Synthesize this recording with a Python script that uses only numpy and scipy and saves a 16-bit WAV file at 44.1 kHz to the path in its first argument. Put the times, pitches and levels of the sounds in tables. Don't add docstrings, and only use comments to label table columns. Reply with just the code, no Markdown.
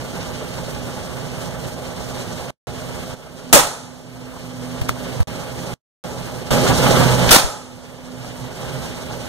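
import sys
import numpy as np
from scipy import signal
from scipy.fft import rfft, irfft
from scipy.io import wavfile
from scipy.ndimage import uniform_filter1d

SR = 44100
rng = np.random.default_rng(int(sys.argv[2]) if len(sys.argv) > 2 else 0)


def generate_wav(sig):
    pcm = np.round(np.clip(np.atleast_2d(sig).T, -1, 1) * 32767).astype(np.int16)
    wavfile.write(sys.argv[1], SR, pcm)


N = 409248
TIME = np.arange(N) / SR
FREQ = np.maximum(np.arange(N // 2 + 1) * SR / N, 1)
PORT_LAG_S = .000394

# (time [s], level [dB], rise [s], tilt [dB/octave], skin's bright band [Hz], lift [dB])
BURSTS = [(3.5277, 11, .0005, 0.2, 7400, 7), (7.3052, 12, 0.018, 0.7, 4600, 5)]
# (frequency [Hz], relative level [dB])
CRACK_SPECTRUM = [(30, 1.5), (90, -21), (200, -6.5), (330, -4), (520, -0.5), (1200, -2), (2200, -5),
                  (4500, -8.5), (7500, -8), (10000, -7), (15000, -12)]
# (frequency [Hz], relative level [dB])
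RING_SPECTRUM = [(40, -18.5), (130, 0.5), (300, -1), (700, 6), (1400, -2), (2300, -6.5), (4000, -5.5),
                 (7500, -3), (10500, -7), (15000, -20.5)]
# (frequency [Hz], time to fall 60 dB [s])
ROOM_T60 = [(100, 1), (600, 0.65), (2500, 0.73), (7000, 0.67), (14000, 0.51)]
# (frequency [Hz], width [Hz], lift [dB])
ROOM_MODES = [(517, 71, 3.5), (854, 90, 5.5), (1280, 110, 7.5), (1490, 90, 4), (3620, 350, 1)]
# (time [s], level [dB], spread [s], boom frequency [Hz], boom lift [dB])
ECHOES = [(3.572, 3.5, 0.016, 534, 24), (3.596, 1, 0.0075, 900, 6), (3.636, -10.5, .016, 930, 19),
          (3.671, -13, 0.0059, 900, 3), (3.708, -26, 0.016, 830, 20), (7.346, 0.5, 0.012, 530, 11),
          (7.365, 8.5, 0.0054, 1100, 7), (7.391, -5.5, .007, 900, -4)]
# (time [s], peak level [dB], centre [Hz], width [Hz], left minus right [dB])
SCUFFS = [(2.375, -24, 4000, 2900, 0), (4.811, -19, 1000, 2400, 2), (4.8856, -12, 1800, 4000, 1),
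          (5.2, -20, 900, 1300, 4.5), (7.288, -3.5, 2710, 1200, 3)]
# (time [s], peak level [dB], frequency [Hz], decay [s], left minus right [dB])
THUMPS = [(3.536, 6, 190, .009, 1.5), (4.815, -9, 76, .007, 1.5), (4.893, -14, 76, 0.0088, 0),
          (5.203, -3.5, 82.6, 0.013, -2), (7.31, -4, 54.5, 0.012, 8), (7.440, 0, 34, 0.018, 4)]
# (frequency [Hz], width [Hz], relative level [dB])
SNAP_MODES = [(6500, 4000, -3), (2200, 1300, 1), (1320, 200, -4)]
# (frequency [Hz], relative level [dB])
AIR_SPECTRUM = [(28, -5), (46, -10), (64, 0), (85, -6), (145, 3), (205, -3), (330, -6.5), (560, -3.5),
                (950, -9.5), (1800, -15), (2450, -15.5), (2900, -14), (3500, -18.5), (5000, -19),
                (9000, -23), (10300, -28.5), (11500, -27.5), (14000, -31), (15500, -37.5)]
# (frequency [Hz], width [Hz], lift [dB])
AIR_MODES = [(880, 25, -0.5), (1293, 32, 2.5), (1480, 40, 1)]
# (frequency [Hz], level [dB], left minus right [dB], phase lead of left [rad])
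HUM_PARTIALS = [(66, -48.5, -8.5, 1.6), (125.7, -44.5, -13.5, 0.69), (249.4, -40.5, -3.5, -1.55),
                (501, -50, -9.5, 1), (520, -49, -13.5, 0.24), (619.4, -45.5, -2.5, 0.57),
                (820, -51.5, 3.5, 0.022)]
# (frequency [Hz], relative level [dB], left minus right [dB], phase lead of left [rad])
DRONE_PARTIALS = [(124, -6, -5, .9), (169, -4, -1.5, 1.3), (252, 0.5, -8, -1)]
# (start [s], end [s], level [dB])
DRONE_SPELLS = [(3.147, 5.3, -34.5), (7.352, 8.903, -36.5)]
# (time of crest [s], level [dB], spread [s])
HUM_SWELLS = [(7.12, -36.5, 0.11), (8.43, -30, 0.041), (8.76, -30.5, 0.039)]
# (frequency [Hz], left minus right [dB], phase lead of left [rad])
PORT_MISMATCH = [(30, -2.5, 2.5), (65.2, -10, 2), (168, -6.5, 1), (241, -4, 1.04), (345, -5.5, -2.5),
                 (416, -2.5, 0.6), (910, -3, 0.51), (1480, -1, 0.5)]
# (start [s], end [s])
GAPS = [(2.506, 2.670), (5.231, 5.272), (5.740, 6.039)]


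def balloon_bursts(crack_t60=0.37, damping_hz=20000, skin_width_hz=2500, ring_db=-9.5, build_s=0.028):
    out, age = np.zeros((2, N)), np.arange(SR) / SR
    blast = diffuse_field(cross=0.19, mismatch=0.69) * modal_gain(ROOM_MODES) ** 0.65
    room = diffuse_field(mismatch=0.79) * undb(across(RING_SPECTRUM, FREQ)) * modal_gain(ROOM_MODES)
    room_bands = split_bands(room)
    ragged = undb(2.0 * waver(130))
    for start, db, rise_s, tilt_db, skin_hz, skin_db in BURSTS:
        span = slice(int(start * SR), int(start * SR) + SR)
        colour = undb(across(CRACK_SPECTRUM, FREQ) + tilt_db * np.log2(FREQ / 2000))
        colour *= modal_gain([(skin_hz, skin_width_hz, skin_db)])
        crack = sum(band[:, span] * decay(age, crack_t60 / (1 + (hz / damping_hz) ** 2))
                    for hz, band in split_bands(blast * colour))
        crack *= ragged[span] * (1 - np.exp(-age / rise_s))
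        ring = sum(band[:, span] * decay(age, across(ROOM_T60, hz)) for hz, band in room_bands)
        ring *= 1 - np.exp(-age / build_s)
        out[:, span] += undb(db) * (crack + undb(ring_db) * ring)
    return out


def wall_echoes(dull_hz=2500, boom_width_hz=140):
    reflected = diffuse_field(mismatch=.5) / (1 + (FREQ / dull_hz) ** 2) ** 0.4
    out = np.zeros((2, N))
    for time, db, spread_s, boom_hz, boom_db in ECHOES:
        boom = undb(boom_db * abs(resonance(boom_hz, boom_width_hz)))
        out += undb(db) * unit_rms(irfft(reflected * boom, N)) * bell(time, spread_s)
    return out


def scuffs(rise_s=0.0049, decay_s=0.009):
    out, friction = np.zeros((2, N)), diffuse_field(mismatch=0.41)
    for start, db, hz, width_hz, side_db in SCUFFS:
        age = TIME - start
        push = np.clip(age / rise_s, 0, 1) * np.exp(-np.clip((age - rise_s) / decay_s, 0, 20))
        scrape = irfft(friction * resonance(hz, width_hz), N)
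        out += pan(side_db) * at_peak(push * scrape, db)
    return out


def thumps(rise_s=0.001):
    age = np.arange(SR // 3) / SR
    onset = 1 - np.exp(-age / rise_s)
    return sum(close_by(onset * damped_sine(age, hz, decay_s), start, db, side_db)
               for start, db, hz, decay_s, side_db in THUMPS)


def snap():
    age = np.arange(SR // 3) / SR
    ring = sum(at_peak(damped_sine(age, hz, 1 / (np.pi * width)), db) for hz, width, db in SNAP_MODES)
    return close_by(ring, start=4.893, db=2.5, side_db=-2)


def fan_air(level_db=-29.5, flicker_db=1.47):
    rush = diffuse_field(cross=0.82, ripple_db=1.9) * undb(across(AIR_SPECTRUM, FREQ))
    bands = split_bands(rush * modal_gain(AIR_MODES))
    air = sum(band * undb(flicker_db * waver(25)) for _, band in bands)
    flutter = 1 + 0.063 * waver(35) + 0.091 * waver(6.6)
    return undb(level_db) * air * flutter


def fan_motors(attack_s=0.33, release_s=0.63):
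    hum = sum(undb(db) * motor_tone(hz, side_db, phase) for hz, db, side_db, phase in HUM_PARTIALS)
    drone = sum(undb(db) * motor_tone(hz, side_db, phase, depth=.1, drift_rad=0.95)
                for hz, db, side_db, phase in DRONE_PARTIALS)
    spells = sum(undb(db) * gate(start, end, attack_s, release_s) for start, end, db in DRONE_SPELLS)
    swells = sum(undb(db) * bell(time, spread_s) for time, db, spread_s in HUM_SWELLS)
    return hum + spells * drone + swells * motor_tone(hz=126.1, side_db=-9.5, phase=0.7)


def motor_tone(hz, side_db, phase, depth=.18, drift_rad=0.5):
    angle = 2 * np.pi * hz * TIME + drift_rad * waver(3.3) + np.array([[phase], [-phase]]) / 2
    return np.sqrt(2) * np.sin(angle) * (1 + depth * waver(29)) * pan(side_db)


def level_envelope():
    dip_at, dip_db, drop_s, recover_db_per_s = 3.138, -12, 0.02, 15.5
    surge_at, surge_db, jump_s, release_s = 6.504, 13, 0.0039, .07
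    overshoot_db, settle_s, crest_db = 4, 0.13, 3
    dip = np.minimum(dip_db + recover_db_per_s * (TIME - dip_at), 0)
    dip *= np.clip((TIME - dip_at) / drop_s, 0, 1)
    overshoot = overshoot_db * np.exp(-np.maximum(TIME - surge_at, 0) / settle_s)
    crest = crest_db * bell(time=6.97, spread_s=0.11)
    surging = gate(surge_at, BURSTS[-1][0] + release_s, jump_s, release_s)
    return undb(dip + (surge_db + overshoot + crest) * surging)


def diffuse_field(cross=0.96, mismatch=1.0, ripple_db=1.5):
    mid, side, direct = rfft(rng.standard_normal((3, N)))
    sign = np.array([[1], [-1]])
    delay = np.exp(-2j * np.pi * FREQ * PORT_LAG_S)
    coherence = 0.94 * np.sinc(2 * FREQ * PORT_LAG_S)
    crossfeed = cross * delay / (1 + (FREQ / 4900) ** 4) / (1 + (170 / FREQ) ** 4)
    mid_gain = np.sqrt(1 + coherence) * (1 - crossfeed)
    side_gain = np.sqrt(1 - coherence) * (1 + crossfeed)
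    pair = (mid_gain * mid + sign * side_gain * side) / np.hypot(abs(mid_gain), abs(side_gain))
    shade_db = 2.0 * abs(resonance(5300, 6000)) ** 2
    share = 0.72 * abs(resonance(8500, 14000))
    from_right = np.array([-delay * undb(-shade_db), undb(shade_db)])
    pair = pair * np.sqrt(1 - share ** 2) + share * direct * from_right
    hz, *columns = np.transpose(PORT_MISMATCH)
    side_db, phase = (mismatch * np.interp(np.log(FREQ), np.log(hz), column) * sign / 2
                      for column in columns)
    ripple = unit_rms(uniform_filter1d(rng.standard_normal(len(FREQ)), size=150))
    return pair * undb(side_db + ripple_db * ripple) * np.exp(1j * phase * (FREQ < hz[-1]))


def close_by(sound, start, db, side_db):
    right = np.zeros(N)
    first = int(start * SR)
    right[first:first + len(sound)] = at_peak(sound, db)
    left = -np.roll(right, int(PORT_LAG_S * SR))
    return pan(side_db) * np.array([left, right])


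def resonance(hz, width_hz):
    return 1 / (1 + 1j * (FREQ / hz - hz / FREQ) * hz / width_hz)


def modal_gain(modes):
    return undb(sum(db * abs(resonance(hz, width_hz)) ** 2 for hz, width_hz, db in modes))


def damped_sine(age, hz, decay_s):
    return np.sin(2 * np.pi * hz * age) * np.exp(-age / decay_s)


def decay(age, t60):
    return np.exp(-np.log(1000) * age / t60)


def gate(start, end, attack_s, release_s):
    return np.clip(np.minimum((TIME - start) / attack_s, (end - TIME) / release_s), 0, 1)


def bell(time, spread_s):
    return np.exp(-((TIME - time) / spread_s) ** 2)


def waver(rate_hz, size=16384):
    slow = irfft(rfft(rng.standard_normal(size)) / (1 + (FREQ[:size // 2 + 1] / rate_hz) ** 4))
    return unit_rms(np.interp(np.linspace(0, size - 1, N), np.arange(size), slow))


def split_bands(spectrum, count=7):
    centres = np.geomspace(60, 15000, count)
    spectrum = spectrum / np.std(irfft(spectrum, N))
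    return [(hz, irfft(spectrum * np.interp(np.log(FREQ), np.log(centres), share), N))
            for hz, share in zip(centres, np.eye(count))]


def across(rows, hz):
    points, values = np.transpose(rows)
    return np.interp(np.log(hz), np.log(points), values)


def pan(db):
    return undb(np.array([[db], [-db]]) / 2)


def undb(db):
    return 10 ** (np.asarray(db) / 20)


def unit_rms(x):
    return x / np.sqrt(np.mean(x ** 2))


def at_peak(x, db):
    return undb(db) * x / abs(x).max()


def scene():
    fan = (fan_air() + fan_motors()) * level_envelope()
    return balloon_bursts() + wall_echoes() + scuffs() + thumps() + snap() + fan


def gain_control(x, limit_db=-8, max_cut_db=14, recover_db_per_s=12, hold_s=0.11, attack_s=0.031):
    power = uniform_filter1d(np.mean(x ** 2, axis=0), SR // 50)
    level_db = 10 * np.log10(np.maximum(power, 1e-12))
    demand_db = np.clip(2 * (level_db - limit_db), 0, max_cut_db)
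    climb_db = recover_db_per_s * TIME
    cut_db = np.maximum.accumulate(demand_db + climb_db) - climb_db
    held_db = np.maximum(cut_db, np.interp(TIME - hold_s, TIME, cut_db))
    pole = np.exp(-1 / (attack_s * SR))
    return x * undb(-signal.lfilter([1 - pole], [1, -pole], held_db))


def dropouts(step_db=-20, t60=0.085):
    gain = np.ones(N)
    for start, end in GAPS:
        inside = (TIME >= start) & (TIME < end)
        gain[inside] = undb(step_db) * decay(TIME[inside] - start, t60)
    return gain


def record(dry):
    clipped = np.clip(gain_control(dry), -1, 1)
    low_pass = signal.ellip(12, .1, 100, 15600, fs=SR, output="sos")
    return signal.sosfilt(low_pass, clipped * dropouts())


dry = scene()
out = record(dry)
generate_wav(out)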